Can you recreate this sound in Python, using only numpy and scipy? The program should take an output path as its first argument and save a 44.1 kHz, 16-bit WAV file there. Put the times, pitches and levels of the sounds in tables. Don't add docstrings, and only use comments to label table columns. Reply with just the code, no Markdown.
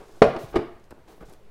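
import sys
import numpy as np
from scipy import signal
from scipy.fft import rfft, irfft
from scipy.io import wavfile
from scipy.ndimage import uniform_filter1d, map_coordinates

SR = 44100
rng = np.random.default_rng(int(sys.argv[2]) if len(sys.argv) > 2 else 0)


def generate_wav(sig):
    pcm = np.round(np.clip(np.atleast_2d(sig).T, -1, 1) * 32767).astype(np.int16)
    wavfile.write(sys.argv[1], SR, pcm)


def elevation(decibels):
    levels = np.asarray(decibels, float)
    return 10 ** (levels / 20)


N = 66150


def unit(x):
    return x / np.sqrt(np.mean(x ** 2))


def table(hz, rows):
    rows = np.array(rows, float)
    return np.interp(np.log(np.maximum(hz, 1)), np.log(rows[:, 0]), rows[:, 1])


def shaped(x, gain_db):
    return irfft(rfft(x) * elevation(gain_db(np.fft.rfftfreq(len(x), 1 / SR))), len(x))


def colored(x, centre_hz, octave_db):
    return unit(shaped(x, lambda f: -octave_db * np.log2(np.maximum(f, 50) / centre_hz) ** 2))


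def add(out, x, at_s):
    i = max(int(at_s * SR), 0)
    out[i:i + len(x)] += x[:N - i]


def walk(rate):
    k = int(SR / rate)
    once = uniform_filter1d(rng.standard_normal(N), k)
    return unit(uniform_filter1d(once, k))


def slips(grains_per_s):
    happens = rng.random(N) < grains_per_s / SR
    scatter_db = 1.5 * rng.standard_normal(N)
    return happens * rng.standard_normal(N) * elevation(scatter_db)


def press(start, rise, fall):
    corners = [start, start + rise, start + rise + fall]
    return np.sin(np.pi / 2 * np.interp(np.arange(N) / SR, corners, [0, 1, 0])) ** 2


def ring(modes, spread_db):
    swell_ms = 0.91
    t = np.arange(SR // 5)[:, None] / SR
    hz, db, t60 = np.array(modes).T
    decay = np.exp(-np.log(1000) * t / np.maximum(t60, .005))
    swell = 1 - np.exp(-(t + 1 / SR) * 1000 / swell_ms)
    polarity = (-1) ** np.arange(len(hz))
    return (polarity * elevation(db + spread_db) * np.sin(2 * np.pi * hz * t) * decay * swell).sum(axis=1)


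# f/Hz, level/dB
CRACK_SPECTRUM = [(600, 14), (1500, 7), (2300, 1), (3200, -5), (5100, -9), (6200, -18.5), (10000, -25.5),
                  (16000, -49.5)]


def blows(rows, modes, damp_s):
    crack_rise_s, crack_s, crack_lag_s = 0.0012, 0.0053, .0008
    out, t = np.zeros(N), np.arange(2048) / SR
    damping = np.exp(-np.arange(SR // 5) / SR / damp_s)
    chance = rng.standard_normal((len(rows), len(modes)))
    for (at_s, db, contact_ms, crack_db), spread in zip(rows, chance):
        push = np.sin(np.pi * np.clip(t * 1000 / contact_ms, 0, 1)) ** 2
        body = ring(modes, 1.5 * spread) * damping
        add(out, -elevation(db) * 0.48 * signal.fftconvolve(push / push.sum(), body), at_s)
        crack = unit(shaped(rng.standard_normal(len(t)), lambda f: table(f, CRACK_SPECTRUM)))
        envelope = np.minimum(t / crack_rise_s, 1) * np.exp(-t / crack_s)
        add(out, elevation(db + crack_db) * crack * envelope, at_s + crack_lag_s)
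    return out


# f/Hz, level/dB per Hz
AIR_SPECTRUM = [(20, -5), (60, -8), (300, -18), (500, -15.5), (1000, -26.5), (2000, -31), (5000, -41),
                (16000, -51)]


def hum():
    air_db, duct_db, drift_db = -56, -68, -51
    duct_hz, duct_width_hz, drift_hz = 397, 24, 14
    flutter_db = .8 * walk(8)
    air = unit(shaped(rng.standard_normal(N), lambda f: table(f, AIR_SPECTRUM)))
    duct = unit(shaped(rng.standard_normal(N),
                       lambda f: -10 * np.log10(1 + (2 * (f - duct_hz) / duct_width_hz) ** 4)))
    drift = uniform_filter1d(walk(2 * drift_hz), size=500)
    return air * elevation(air_db + flutter_db) + elevation(duct_db) * duct + elevation(drift_db) * drift


# start t/s, rise t/s, fall t/s, level/dB, centre f/Hz
RUBS = [(-.04, 0.03, 0.71, -65.5, 4710), (0.353, .085, .04, -58, 12600), (0.381, 0.013, 0.188, -56, 3260),
        (0.481, .037, .018, -62, 10740), (.548, 0.013, 0.023, -59.5, 8840), (.83, 0.022, .02, -73.5, 5550),
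        (0.904, 0.0098, 0.0063, -75, 1780), (1.067, 0.019, 0.15, -66, 3420),
        (1.069, 0.024, 0.16, -67, 11100), (1.196, .02, .03, -66.5, 8770), (1.213, .01, 0.028, -60, 1000),
        (1.242, 0.017, 0.15, -64, 4700), (1.317, 0.015, 0.022, -61.5, 7350)]


def rubs():
    out = np.zeros(N)
    for start, rise, fall, db, hz in RUBS:
        hiss = colored(slips(grains_per_s=16000), hz, octave_db=4.5)
        out += elevation(db + 1.6 * walk(54)) * press(start, rise, fall) * hiss
    return out


# f/Hz, level/dB, t60/s
FLAT_MODES = [(51, -12, 0.062), (140, -14, 0.11), (243.7, -15.5, 1), (278, -15, 0.18), (347, 1.5, 0.049),
              (425.4, 0, 0.12), (526, -5, 0.037), (693, -4.5, 0.043), (823, -4.5, 0.047), (1106, -8, 0.051),
              (1264, -13.5, 0.13), (1529, -10, 0.028), (2120, -20.5, 0.0406), (2410, -23.5, 0.04)]
# start t/s, rise t/s, fall t/s, level/dB
SCUFFS = [
    (-.04, 0.03, 0.11, -46),
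    (0.068, 0.017, 0.079, -55.5),
    (0.128, 0.027, 0.082, -55.5),
    (0.291, 0.065, 0.052, -40.5),
    (0.518, 0.031, 0.13, -37),
    (.6, 0.01, 0.032, -70),
    (0.958, 0.045, 0.03, -59),
    (1.071, 0.014, 0.13, -51.5),
    (1.202, 0.0073, 0.061, -47.5),
    (1.269, 0.029, 0.091, -53),
]


def scuffs():
    grains_per_s, ring_s = 2500, .004
    modes = FLAT_MODES[3:]
    tilt_db = -.1 * np.arange(len(modes))
    body = ring(modes, tilt_db) * np.exp(-np.arange(SR // 5) / SR / ring_s)
    scrape = unit(signal.fftconvolve(slips(grains_per_s), body)[:N])
    grit = colored(slips(grains_per_s), 1510, octave_db=4.5)
    pressure = sum(elevation(db) * press(start, rise, fall) for start, rise, fall, db in SCUFFS)
    return (scrape + elevation(-13.5) * grit) * pressure


# f/Hz, t60/s
ROOM_T60 = [(60, 0.078), (250, 0.4), (500, 0.39), (1000, 0.56), (2000, 0.57), (4000, 0.47), (8000, 0.31),
            (16000, 1)]


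def room(x):
    room_db, rise_s = -7.5, 0.0035
    sway_ms, sway_per_s = .25, 40
    t, tail = np.arange(SR) / SR, 0
    for hz in 45 * 2 ** np.arange(0, 8.6, .5):
        band = shaped(rng.standard_normal(SR), lambda f: -40 * np.log2(np.maximum(f, 1) / hz) ** 2)
        tail = tail + band * np.exp(-np.log(1000) * t / table(hz, ROOM_T60))
    tail = tail * (1 - np.exp(-t / rise_s))
    wet = signal.fftconvolve(x, tail / np.sqrt(np.sum(tail ** 2)))[:N]
    path = np.arange(N) + sway_ms * SR / 1000 * walk(sway_per_s)
    return elevation(room_db) * map_coordinates(wet, [path], mode="nearest")


# f/Hz, level/dB, t60/s
HELD_MODES = [(175, -8, 0.057), (284, -4, 0.17), (385, -3.5, 0.07), (522.6, 1.5, 0.025), (625, -3.5, 0.079),
              (814, -6.5, 0.043), (980, -4.5, 0.023), (1488, -9, 0.036), (1820, -19.5, .04)]
# t/s, level/dB, contact/ms, crack level/dB
TAPS = [(.005, -62, 0.56, -42), (.014, -34.5, 0.91, -48), (.028, -72, 1.5, -40), (.081, -52, 0.34, -45),
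        (.092, -38, 0.43, -52), (.168, -41.5, 0.65, -55), (.907, -29, 3.6, -14), (.914, -35, 1, -8.5),
        (.9225, -29.5, 0.4, -46), (.977, -40, 0.52, -49.5), (1.090, -70, 0.7, -36), (1.177, -40, 0.41, -40),
        (1.208, -17, 5.4, -33), (1.215, -39, 1.9, -32.5), (1.223, -28.5, 0.45, -45),
        (1.229, -34, 0.96, -36), (1.237, -57, 4.9, -34.5), (1.296, -48, 0.5, -38),
        (1.318, -37, 0.93, -33.5)]


def taps():
    return blows(TAPS, HELD_MODES, damp_s=0.0097)


# f/Hz, level/dB, t60/s
RAISED_MODES = [(137, -10.5, 0.1), (250, -23, 0.6), (343, -19, 0.087), (425.6, 4.5, 0.041),
                (571.7, -4, 0.26), (656.5, -1, 0.088), (792, -9.5, 0.13), (952, -16, 0.18),
                (1105, -7, 0.065), (1206, -23, 0.12), (1440, -26.5, 0.055), (1590, -15.5, 0.088),
                (1910, -22, 0.16), (2350, -18, 0.031)]
# t/s, level/dB, contact/ms, crack level/dB
SLAMS = [
    (.2176, 6.5, .9, -14.5),
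    (.2218, -1, .8, -8.5),
    (.2255, -13, .8, -3),
    (.2325, -15.5, 1.04, -4),
    (.240, -14, 1.5, -2),
    (.250, -17, 1.0, -46.5),
    (.266, -20, 1.2, -44),
    (.331, -26.5, .9, -45),
    (.376, -35.5, 0.5, -43),
]


def slams():
    return -blows(SLAMS, RAISED_MODES, damp_s=0.038)


# t/s, level/dB, f/Hz, length/s
THUDS = [(0.28, -33, 38.6, 0.0095), (.362, -68, 220, 0.02), (0.28, -41, 55, 0.018),
         (.445, -31.5, 130, 0.0087), (0.76, -54, 108, .02), (0.487, -49, 55, 0.026),
         (0.59, -24.5, 84, 0.004), (0.54, -39, 36, 0.026), (0.48, -52, 65, 0.0065),
         (0.923, -46, 64, 0.0085), (1.29, -47.5, 160, 0.0075), (1.24, -43, 44, 0.025)]


def thuds():
    out, t = np.zeros(N), np.arange(N) / SR
    for at_s, db, hz, length in THUDS:
        since = t - at_s
        out += elevation(db) * np.sin(2 * np.pi * hz * since) * np.exp(-(since / length) ** 2)
    return out


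# t/s, level/dB, contact/ms, crack level/dB
KNOCKS = [(.354, -22, 0.84, -42), (.3625, -19.5, 0.48, -5), (.410, -26.5, 1.75, -40), (.540, -18, 1.2, -48),
          (.547, -24, 0.95, -37), (.552, -37, 0.88, -24), (.5560, -18.5, 0.39, -1),
          (.5578, -6.5, 1.02, -19), (.5608, -8, 1.32, -12), (.567, -14.5, 0.59, -6), (.575, -28, 0.64, -11),
          (.589, -15, 0.89, -24), (.607, -31.5, 1.1, -32)]


def knocks():
    return blows(KNOCKS, FLAT_MODES, damp_s=0.036)


# t/s, level/dB, f/Hz
TICKS = [
    (0.7981, -59.5, 4940),
    (0.841, -54, 4340),
    (.9068, -46, 5750),
    (0.909, -51, 5900),
    (0.912, -51.5, 5500),
    (.9245, -68, 8000),
    (1.100, -62, 3500),
    (1.297, -49, 9040),
    (1.336, -48.5, 4370),
]


def ticks():
    out, t = np.zeros(N), np.arange(512) / SR
    for at_s, db, hz in TICKS:
        snap = colored(rng.standard_normal(len(t)), hz, octave_db=7)
        add(out, elevation(db) * snap * np.minimum(t / 0.0004, 1) * np.exp(-t / .0012), at_s)
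    return out


def squeak():
    at_s, hz, db, length_s = 1.331, 10300, -63, .007
    t = np.arange(N) / SR - at_s
    return elevation(db) * np.sin(2 * np.pi * hz * t + 1.4 * walk(1200)) * np.exp(-(t / length_s) ** 2)


def scene():
    near = rubs() + scuffs() + taps() + slams() + thuds() + knocks() + ticks()
    return (hum() + near + room(near) + squeak())[None, :]


def low_pass(x):
    return signal.sosfilt(signal.butter(12, 16240, fs=SR, output="sos"), x)


def record(dry):
    ceiling, knee, top_hz = 1.0, 9, 15900
    clipped = dry[0] / (1 + np.abs(dry[0] / ceiling) ** knee) ** (1 / knee)
    mix = shaped(clipped, lambda f: -60. * (f > top_hz))[None, :]
    return low_pass(mix)


dry = scene()
out = record(dry)
generate_wav(out)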